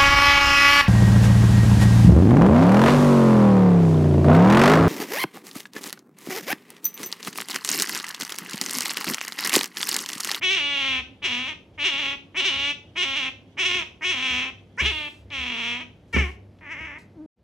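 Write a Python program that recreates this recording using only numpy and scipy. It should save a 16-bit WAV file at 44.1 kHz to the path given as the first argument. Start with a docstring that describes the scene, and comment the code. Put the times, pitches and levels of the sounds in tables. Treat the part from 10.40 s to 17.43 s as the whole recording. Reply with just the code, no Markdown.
"""Eleven rasping squeals from a small otter begging for food, a metre below the microphone in a quiet room.
Each snap of its vocal folds rings a mouth resonance near 3 kHz that sinks as the calls grow weak.
Its lips smack, and faint, sharp high ticks sound near the start of three squeals.
Paws thud and scuff on the wooden floor, over low ventilation noise.
After a last soft coo the sound stops dead, and only a faint hiss returns."""
import sys
import numpy as np
from scipy import signal
from scipy.fft import rfft, irfft, next_fast_len
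from scipy.io import wavfile
from scipy.ndimage import uniform_filter1d

SR = 44100
rng = np.random.default_rng(int(sys.argv[2]) if len(sys.argv) > 2 else 0)


def unload_wav(signal):
    """Save mono or channel-first audio to the path in sys.argv[1] as 16-bit WAV at rate SR, clipped to [-1, 1]."""
    wavfile.write(
        sys.argv[1],
        SR,
        np.round(np.clip(np.atleast_2d(signal).T, -1, 1) * 32767).astype(np.int16),
    )


N = 310023

# One row per squeal: (level [dB], fade over call [dB], attack [s], release [s], push time [s],
# push width [s], push height [dB], chest [dB], rasp re level [dB], mouth resonance at onset [Hz],
# mouth resonance open [Hz], opening time [s])
SQUEAL_SHAPES = [ (-24, -2.5, 0.0097, 0.0088, 0.49, 0.14, 4, -38.5, -24, 2200, 2760, .018),
                 (-27, -1.5, 0.0073, 0.023, 0.937, 0.075, 5.5, -40.5, -19.5, 2400, 2744, 0.0059),
                 (-24.5, -4, 0.015, 0.018, 1.7, 0.079, 2, -38.5, -22, 2230, 2770, 0.021),
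                 (-23.5, -1.5, 0.018, 0.0074, 2.285, 0.063, 2, -38, -21.5, 2190, 2854, 0.027),
                 (-24, 2, 0.009, 0.015, 2.83, 0.022, 0.5, -39, -20.5, 2430, 2780, 0.026),
                 (-26.5, -4.5, 0.0071, 0.012, 3.26, 0.011, 3, -39, -19.5, 2280, 2740, 0.028),
                 (-26.5, -2, 0.012, 0.052, 3.95, 0.18, 7, -39.5, -19.5, 1950, 2684, .03),
                 (-29.5, -0.5, 0.0054, 0.016, 4.46, 0.026, 5.5, -39.5, -26.5, 1720, 2774, 0.035),
                 (-27, -4.5, 0.018, 0.059, 5.3, 0.13, 6.5, -41.5, -18.5, 2400, 2660, 0.022),
                 (-32, -8, 0.0057, 0.063, 5.8, 0.059, 4.5, -39.5, -25, 2060, 2320, 0.015),
                 (-34, -7.5, 0.075, 0.022, 6.32, 0.019, 5, -45.5, -21, 2000, 2140, 0.11)]
# One list per squeal, shriek to creak: (time [s], pitch [Hz], roughness [0 clear, about 1 rough])
SQUEAL_GLIDES = [
    [(0.012, 288, 0.75), (0.034, 378, 0.2), (0.085, 365, .1), (0.115, 392, 0.04), (0.158, 379, 0.77),
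     (0.205, 288.5, 0), (0.33, 283.8, 0.1), (0.39, 276.3, 0.46), (0.612, 254.4, 0.16)],
    [(0.82, 295.5, 0.2), (0.838, 284, 0.7), (0.852, 401.7, .45), (0.885, 247.8, 0.16), (0.95, 243, 0.52),
     (1.065, 263.4, 0), (1.09, 320, 0.54), (1.135, 296, 0.5)],
    [(1.378, 304, 1.16), (1.4, 289, .3), (1.438, 290.5, 0.4), (1.458, 401.8, 0.7), (1.51, 282.4, 0.6),
     (1.565, 272.2, 0.3), (1.6, 304.7, 0.9), (1.635, 272.8, 0.53), (1.755, 281.3, 0.54)],
    [(1.945, 275, 0.5), (1.975, 376.6, 0.34), (2.0, 378.5, 0.2), (2.015, 271.4, 0.7), (2.04, 290.5, 0.65),
     (2.056, 398.3, 0.1), (2.076, 378.4, 0.3), (2.115, 270.7, 0.65), (2.325, 291, 0.2)],
    [(2.555, 295, 0.88), (2.58, 366, 0.11), (2.615, 352, 0.5), (2.632, 387.4, 0.54), (2.655, 272, 0.13),
     (2.75, 269.2, 0.3), (2.772, 309.4, 0.58), (2.815, 259.8, 0.16), (2.895, 268, 0.88)],
    [(3.17, 282.5, .8), (3.184, 300, 0), (3.198, 383, 0.13), (3.215, 376.7, 0.48), (3.238, 322.6, 0.77),
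     (3.262, 378.6, 0.4), (3.3, 350.3, 0.92), (3.36, 370.7, 0.77), (3.44, 306.6, 0.8)],
    [(3.61, 310, 1), (3.633, 311.6, 0.18), (3.65, 372, 0.3), (3.68, 360.8, 0.3), (3.705, 374.2, 0.3),
     (3.755, 252.8, 0.77), (3.85, 260.9, 0.47), (3.95, 249.6, 0.38), (4.105, 266.4, 0.6)],
    [(4.375, 438, 0.55), (4.387, 502.7, 0.2), (4.407, 584, 0.54), (4.423, 338, 0.9), (4.44, 295, 0.5),
     (4.46, 423, 0.65), (4.495, 441, 0.3), (4.522, 313, 0.2), (4.69, 290.8, 0.37)],
    [(4.905, 295.2, 0.9), (4.955, 271.3, .1), (5.03, 249.3, 0.6), (5.1, 243.5, 0.82), (5.16, 230.7, 0.65),
     (5.3, 237.4, 0.13), (5.395, 249.4, 0.26), (5.411, 317, 0.16), (5.435, 323, 0.5)],
    [(5.728, 472, 0.2), (5.742, 451.3, 0), (5.758, 446.7, 0.4), (5.772, 353, 1.1), (5.785, 452, 0.05),
     (5.81, 422.5, 0.7), (5.84, 370, 0.4), (5.866, 352.3, 0.77), (5.905, 375, 0.64)],
    [(6.21, 324, 0.8), (6.25, 298.6, 0.65), (6.284, 281, 0.65), (6.322, 334, 0), (6.36, 270, 0.9),
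     (6.4, 316.7, 0.46), (6.46, 321.5, 0.86), (6.515, 276, 0.63), (6.585, 321, 0.93)],
]


def squeals():
    """The begging calls: trains of vocal-fold snaps through the vocal tract."""
    return sum(vocal_tract(*gesture(glide, *row)) for glide, row in zip(SQUEAL_GLIDES, SQUEAL_SHAPES))


def gesture(glide, level_db, fade_db, attack_s, release_s, push_at_s, push_s, push_db,
            chest_db, rasp_db, onset_hz, open_hz, opening_s):
    """Snap times and controls of one call: effort swells, pushes, lets go; the mouth opens and closes."""
    knots_s, knots_hz, knots_rough = np.transpose(glide)
    t = np.arange(knots_s[0], knots_s[-1], 1 / SR)
    age_s, left_s = t - t[0], t[-1] - t
    pitch_hz, rough = np.interp(t, knots_s, knots_hz), np.interp(t, knots_s, knots_rough)
    octaves = np.log2(pitch_hz / 300)
    surge_db = push_db * np.exp(-((t - push_at_s) / push_s) ** 2)
    effort_db = -20.5 * np.exp(-age_s / attack_s) + surge_db - 11.5 * np.exp(-left_s / release_s)
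    db = level_db + effort_db + fade_db * (age_s / age_s[-1] - 0.5) + 11.5 * octaves
    shut = np.exp(-(age_s / opening_s) ** 2)
    closing = 1 - 0.073 * np.exp(-left_s / 0.067)
    mouth_hz = (open_hz + (onset_hz - open_hz) * shut) * closing
    # chest follows 40% of the effort; a half-open mouth passes more of it
    chest_rel_db = chest_db + 0.4 * effort_db + 0.5 * shut - db
    # rasp pivots on a middling squeal: -25 dB, 300 Hz, roughness 0.74
    rasp_rel_db = rasp_db + 0.71 * (db + 25) + 3 * octaves - 0.5 * (rough - 0.74)
    snap_s = fold_snaps(t, pitch_hz, rough)[:, None]
    controls = (db, pitch_hz, rough, mouth_hz, chest_rel_db, rasp_rel_db)
    return snap_s, [np.interp(snap_s, t, control) for control in controls]


def fold_snaps(t, pitch_hz, rough, memory=0.6, creak_hz=285, creak_span_hz=45):
    """Times at which the vocal folds snap shut; at low pitch they break into an uneven creak."""
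    cycles = np.cumsum(pitch_hz) / SR
    index = np.searchsorted(cycles, np.arange(int(cycles[-1]) + 1))
    creak = np.clip((creak_hz - pitch_hz[index]) / creak_span_hz, 0, 1)
    jitter_periods = (0.002 + 0.028 * rough[index] + 0.016 * creak) * rng.standard_normal(len(index))
    slip_periods = signal.lfilter([1], [1, -memory], jitter_periods)  # a late snap delays the next few
    return t[index] + slip_periods / pitch_hz[index]


# Chest, mouth and upper resonances: (frequency [Hz], relative level [dB])
CHEST_SPECTRUM = [(60, -56.5), (170, 0), (245, 9), (300, 1), (400, 9), (520, -3), (650, -0.5), (800, 2),
                  (1100, 4.5), (1500, -6.5), (2100, -19), (4500, -72)]
MOUTH_SPECTRUM = [(700, -57), (1300, -14), (1800, -9), (2300, -0.5), (2560, 1), (2800, 7.5), (3100, -2.5),
                  (3450, 1), (3900, -9), (4600, -19.5), (7000, -60)]
RASP_SPECTRUM = [(3500, -26), (4800, -8), (5400, -0.5), (6100, -1), (6900, -13), (8500, -17.5),
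                 (9600, -44.5), (11800, -17), (15500, -51)]


def vocal_tract(snap_s, controls, mouth_rest_hz=2780, flutter=0.014, shimmer_db=2.4,
                puff_db=-22, puff_s=0.00062, low_lag_s=0.001333, lag_hz=1700):
    """Each snap rings the chest, mouth and upper resonances, with a puff of treble turbulence."""
    db, pitch_hz, rough, mouth_hz, chest_db, rasp_db = controls
    size, count = 512, len(snap_s)
    hz, age_s = np.fft.rfftfreq(size, 1 / SR), np.arange(size) / SR
    force_spread, mouth_spread = rng.standard_normal((2, count, 1))
    mouth_scale = mouth_hz / mouth_rest_hz * (1 + flutter * rough * mouth_spread)
    chest = amp(chest_db) * unit_rms(amp(curve_at(CHEST_SPECTRUM, hz)))
    mouth = unit_rms(amp(curve_at(MOUTH_SPECTRUM, hz / mouth_scale)))
    rasp = amp(rasp_db) * unit_rms(amp(curve_at(RASP_SPECTRUM, hz)))
    ring = minimum_phase(np.sqrt(chest ** 2 + mouth ** 2 + rasp ** 2))
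    ring *= np.exp(-2j * np.pi * low_lag_s * lag_hz * np.tanh(hz / lag_hz))  # lows lag: downward chirp
    puff = unit_rms(rfft(rng.standard_normal((count, size)) * np.exp(-age_s / puff_s)))
    drive = 1 + amp(puff_db) * puff * np.sqrt(rough) * np.minimum(hz / mouth_rest_hz, 2) ** 2
    force = amp(db + shimmer_db * rough * force_spread) * np.sqrt(SR / pitch_hz)
    start_s = np.floor(snap_s * SR) / SR
    subsample_delay = np.exp(-2j * np.pi * hz * (snap_s - start_s))
    pulses = force * irfft(ring * drive * subsample_delay)
    out = np.zeros(N)
    for at_s, pulse in zip(start_s[:, 0], pulses):
        add(out, at_s, pulse)
    return out


# Closed-mouth call: (time [s], level [dB], pitch [Hz])
COO_CONTOUR = [(6.756, -52, 339.7), (6.768, -45, 340), (6.787, -39, 305), (6.806, -34.5, 300),
               (6.831, -38.5, 318.6), (6.87, -38.5, 297)]


def coo(second_harmonic_db=-19, step_db=-6):
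    """With the mouth shut the voice is nearly a sine."""
    knots_s, db, hz = np.transpose(COO_CONTOUR)
    t = np.arange(N) / SR
    phase = 2 * np.pi * np.cumsum(np.interp(t, knots_s, hz)) / SR
    overtones = sum(amp(second_harmonic_db + step_db * k) * np.sin((k + 2) * phase) for k in range(4))
    envelope = amp(np.interp(t, knots_s, db)) * (t > knots_s[0]) * (t < knots_s[-1])
    return envelope * (np.sin(phase) + overtones)


# Lips parting: (time [s], level [dB])
LIP_SMACKS = [(1.345, -65.5), (4.903, -43.5), (6.188, -59.5)]
# Smack colour: (frequency [Hz], relative level [dB])
LIP_SPECTRUM = [(300, -13), (1200, 4), (3000, 11), (6000, -8), (9000, -34), (15000, -47)]


def lip_smacks():
    """Tiny wet smacks as the lips part before a squeal."""
    return noise_bursts(LIP_SMACKS, LIP_SPECTRUM, t60_s=0.046)


# High ticks: (time [s], level [dB])
TREBLE_TICKS = [(1.974, -41.5), (2.564, -58), (4.369, -59)]
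# Tick colour: (frequency [Hz], relative level [dB])
TICK_SPECTRUM = [(2000, -15), (6000, -0.5), (11000, -4.5), (15000, -18.5)]


def treble_ticks():
    """Faint, sharp high ticks near the start of three squeals."""
    return noise_bursts(TREBLE_TICKS, TICK_SPECTRUM, t60_s=0.022)


# Paw and body landings: (time [s], level [dB], slap re level [dB])
LANDINGS = [(0.562, -39.5, -20), (2.147, -40.5, -16), (2.691, -48, -24), (3.353, -48, 5),
            (3.896, -38, -7.5), (4.411, -22, -16), (4.444, -29.5, -12), (4.787, -43, -20), (4.97, -36, -23),
            (5.737, -19.5, -14), (5.763, -17, -5), (6.397, -40, -6.5)]
# Floor modes: (frequency [Hz], relative level [dB], T60 [s])
BOARD_MODES = [(70, 8.5, 0.31), (130, 0.5, 0.15), (197, -5.5, 0.26), (286.3, -20.5, 0.61), (362, -41.5, .2)]
# Paw slap: (frequency [Hz], relative level [dB])
SLAP_SPECTRUM = [(40, -21.5), (130, -5.5), (210, -4.5), (380, -8), (700, -21), (2000, -23.5), (8000, -54),
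                 (14000, -86.5)]


def paw_thuds(rise_s=0.037, slap_rise_s=0.002, slap_t60_s=0.2, scatter=0.94):
    """Soft paws push the boards into their low modes; a dull slap scatters to both microphone ports."""
    t, out = np.arange(SR // 2) / SR, np.zeros((2, N))
    modes = sum(amp(db - 60 * t / t60_s) * np.sin(2 * np.pi * hz * t) for hz, db, t60_s in BOARD_MODES)
    boards = (1 - np.exp(-t / rise_s)) * modes
    for at_s, db, slap_db in LANDINGS:
        envelope = amp(slap_db - 60 * t / slap_t60_s) * np.minimum(t / slap_rise_s, 1)
        direct = noise(SLAP_SPECTRUM, len(t))
        for port in out:
            slap = envelope * (direct + scatter * noise(SLAP_SPECTRUM, len(t)))
            add(port, at_s, amp(db) * (boards + slap))
    return out


# Paw slides: (time [s], length [s], level [dB])
SCUFF_STROKES = [(3.19, 0.36, -55), (4.394, 0.48, -49.5), (5.678, 0.18, -72.5), (5.727, 0.25, -48.5),
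                 (6.584, 0.097, -60)]
# Friction on wood: (frequency [Hz], relative level [dB])
SCUFF_SPECTRUM = [(1500, -28), (4000, 3.5), (8500, -3), (10000, -11), (11800, 7), (13500, -17),
                  (16000, -34)]


def paw_scuffs():
    """Claws and fur brush the boards in short, faint swishes."""
    t, envelope = np.arange(N) / SR, np.zeros(N)
    for at_s, length_s, db in SCUFF_STROKES:
        progress = np.clip((t - at_s) / length_s, 0, 1)
        envelope += amp(db) * np.sin(np.pi * progress ** 0.23)
    return envelope * noise(SCUFF_SPECTRUM, N)


# Calls run along the floor, so rasp arrives mostly reflected: (frequency [Hz], gain [dB])
REFLECTION_GAIN = [(200, -2), (1500, -2), (2800, 0), (6000, 4), (8500, 3), (12000, -8), (15000, -14)]


def reflections(t60_curve, delay_s, shared):
    """Sparse echoes of random sign, partly common to both ports; each band decays at its own rate."""
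    size = SR // 2
    taps = rng.choice([-1., 1.], (3, size)) * (rng.random((3, size)) < 0.15)
    hz, t, bands = signal.stft(taps[:2] + shared * taps[2], SR, nperseg=128)
    decay = amp(-60 * t / curve_at(t60_curve, hz)[:, None])
    tail = signal.istft(bands * decay, SR, nperseg=128)[1][:, :size]
    tail *= np.arange(size) / SR > delay_s
    spectrum = rfft(tail)
    spectrum /= np.sqrt(uniform_filter1d(abs(spectrum) ** 2, size=300, axis=1))  # even scattering
    return irfft(spectrum * amp(curve_at(REFLECTION_GAIN, np.fft.rfftfreq(size, 1 / SR))), size)


# Wall reverberation: (frequency [Hz], T60 [s])
WALL_DECAY = [(100, 0.43), (300, 1), (1000, 0.31), (3000, 0.32), (6000, 0.33), (14000, 0.069)]


def room(x, near_db=-7.5, near_t60_s=0.04, far_db=-8):
    """Floor and furniture answer within milliseconds, the walls with a short tail."""
    near = amp(near_db) * reflections([(1000, near_t60_s)], delay_s=0.0009, shared=0.55)
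    far = amp(far_db) * reflections(WALL_DECAY, delay_s=0.012, shared=0.73)
    return signal.fftconvolve(x[None], near + far, axes=1)[:, :N]


def room_boom(x, mode_hz=245.3, width_hz=5.9):
    """A standing wave booms when the creak's lowest harmonic sits on it."""
    return signal.lfilter(*signal.iirpeak(mode_hz, mode_hz / width_hz, fs=SR), x)


# Port phase gap: (frequency [Hz], left lead [rad])
PORT_PHASE = [(100, 0), (1000, .2), (1290, .9), (1550, .25), (1850, .25), (2300, -.35), (2760, -1.25),
              (3270, -.15), (3550, -.6), (3900, -.2), (4800, -1.4), (5800, 0), (9800, 0), (11300, -2.7),
              (12500, -3.14)]
# Port colour: (frequency [Hz], left over right [dB])
PORT_BALANCE = [(150, -2), (280, 0), (390, 4), (560, -5.5), (740, -5.5), (1010, -5), (1400, -1.5),
                (1880, 2), (2580, 1.5), (3520, -0.5), (4820, 3), (7000, 0)]
# Head direction: (time [s], left over right [dB])
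HEAD_TURN = [(0.301, -0.7), (1.0, 0.5), (1.5, 0), (2.1, -0.3), (3.3, -1.5), (3.901, -0.3), (4.5, -0.8),
             (5.2, -.7), (5.8, 0.2)]


def microphone_ports(x):
    """Two ports hear the otter with different phase and colour; its head turns from side to side."""
    size = next_fast_len(N + 2048)
    hz = np.fft.rfftfreq(size, 1 / SR)
    left = np.exp(0.5j * curve_at(PORT_PHASE, hz)) * amp(curve_at(PORT_BALANCE, hz) / 2)
    stereo = irfft(rfft(x, size) * np.array([left, 1 / left]), size)[:, :N]
    pan = amp(np.interp(np.arange(N) / SR, *np.transpose(HEAD_TURN)) / 2)
    return stereo * np.array([pan, 1 / pan])


# Room air: (frequency [Hz], relative level [dB])
AIR_SPECTRUM = [(20, -29), (45, -6), (75, -4), (120, -6.5), (170, -4.5), (300, -8), (600, -15.5),
                (1200, -29.5), (2500, -33.5), (5000, -41), (9000, -51.5), (12000, -49.5), (14000, -73.5)]


def ventilation(air_db=-53, spread=0.13, hum_db=-56, hum_hz=99.4, hum_width_hz=5):
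    """Low air noise, nearly alike in both ports, with a wavering hum."""
    common = noise(AIR_SPECTRUM, N)
    separate = np.array([noise(AIR_SPECTRUM, N) for _ in range(2)])
    hum_peak = 1 / (1 + ((np.fft.rfftfreq(N, 1 / SR) - hum_hz) / hum_width_hz) ** 2)
    hum = irfft(rfft(rng.standard_normal(N)) * hum_peak, N)
    return amp(air_db) * unit_rms(common + spread * separate) + amp(hum_db) * unit_rms(hum)


def amp(db):
    """Decibels to gain."""
    return 10 ** (np.asarray(db) / 20)


def unit_rms(x):
    """Scales to rms 1."""
    return x / np.sqrt(np.mean(abs(x) ** 2, axis=-1, keepdims=True) + 1e-20)


def curve_at(points, hz):
    """Interpolates on a log-frequency axis."""
    knots_hz, values = np.transpose(points)
    return np.interp(np.log(hz + 1), np.log(knots_hz), values)


def add(mix, at_s, sound):
    """Mixes a sound in at a given time."""
    part = mix[max(round(at_s * SR), 0):][:len(sound)]
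    part += sound[:len(part)]


def noise(spectrum, size):
    """Noise of rms 1 with the given spectrum."""
    gain = amp(curve_at(spectrum, np.fft.rfftfreq(size, 1 / SR)))
    return unit_rms(irfft(rfft(rng.standard_normal(size)) * gain, size))


def noise_bursts(events, spectrum, t60_s):
    """One short, decaying burst per event."""
    t, out = np.arange(1024) / SR, np.zeros(N)
    for at_s, db in events:
        add(out, at_s, amp(db - 60 * t / t60_s) * noise(spectrum, len(t)))
    return out


def minimum_phase(gain):
    """Spectrum of the quickest ring with these magnitudes."""
    cepstrum = irfft(np.log(gain + 1e-7))
    half = cepstrum.shape[-1] // 2
    cepstrum[..., 1:half] *= 2
    cepstrum[..., half + 1:] = 0
    return np.exp(rfft(cepstrum))


def scene(squeal_gain_db=-2.0):
    """The otter and its footfalls in the room."""
    direct = amp(squeal_gain_db) * squeals() + lip_smacks() + treble_ticks()
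    otter = direct + room(direct) + room_boom(direct) + coo() + paw_scuffs()
    return microphone_ports(otter) + paw_thuds() + ventilation()


def record(dry, low_cut_hz=42, high_cut_hz=15700, stop_s=6.862, hiss_at_s=6.96, hiss_db=-63):
    """The microphone sheds rumble; the sound stops dead, a faint hiss fades in; all is band-limited."""
    t = np.arange(N) / SR
    highpassed = signal.sosfilt(signal.butter(3, low_cut_hz, "high", fs=SR, output="sos"), dry)
    gate = np.clip((stop_s - t) / 0.0017, 0, 1)
    hiss = amp(hiss_db) * noise(AIR_SPECTRUM, N) * np.clip((t - hiss_at_s) / 0.036, 0, 1)
    lowpass = signal.firwin(511, high_cut_hz, window=("kaiser", 9), fs=SR)
    return signal.oaconvolve(highpassed * gate + hiss, lowpass[None], "same")


dry = scene()
out = record(dry)
unload_wav(out)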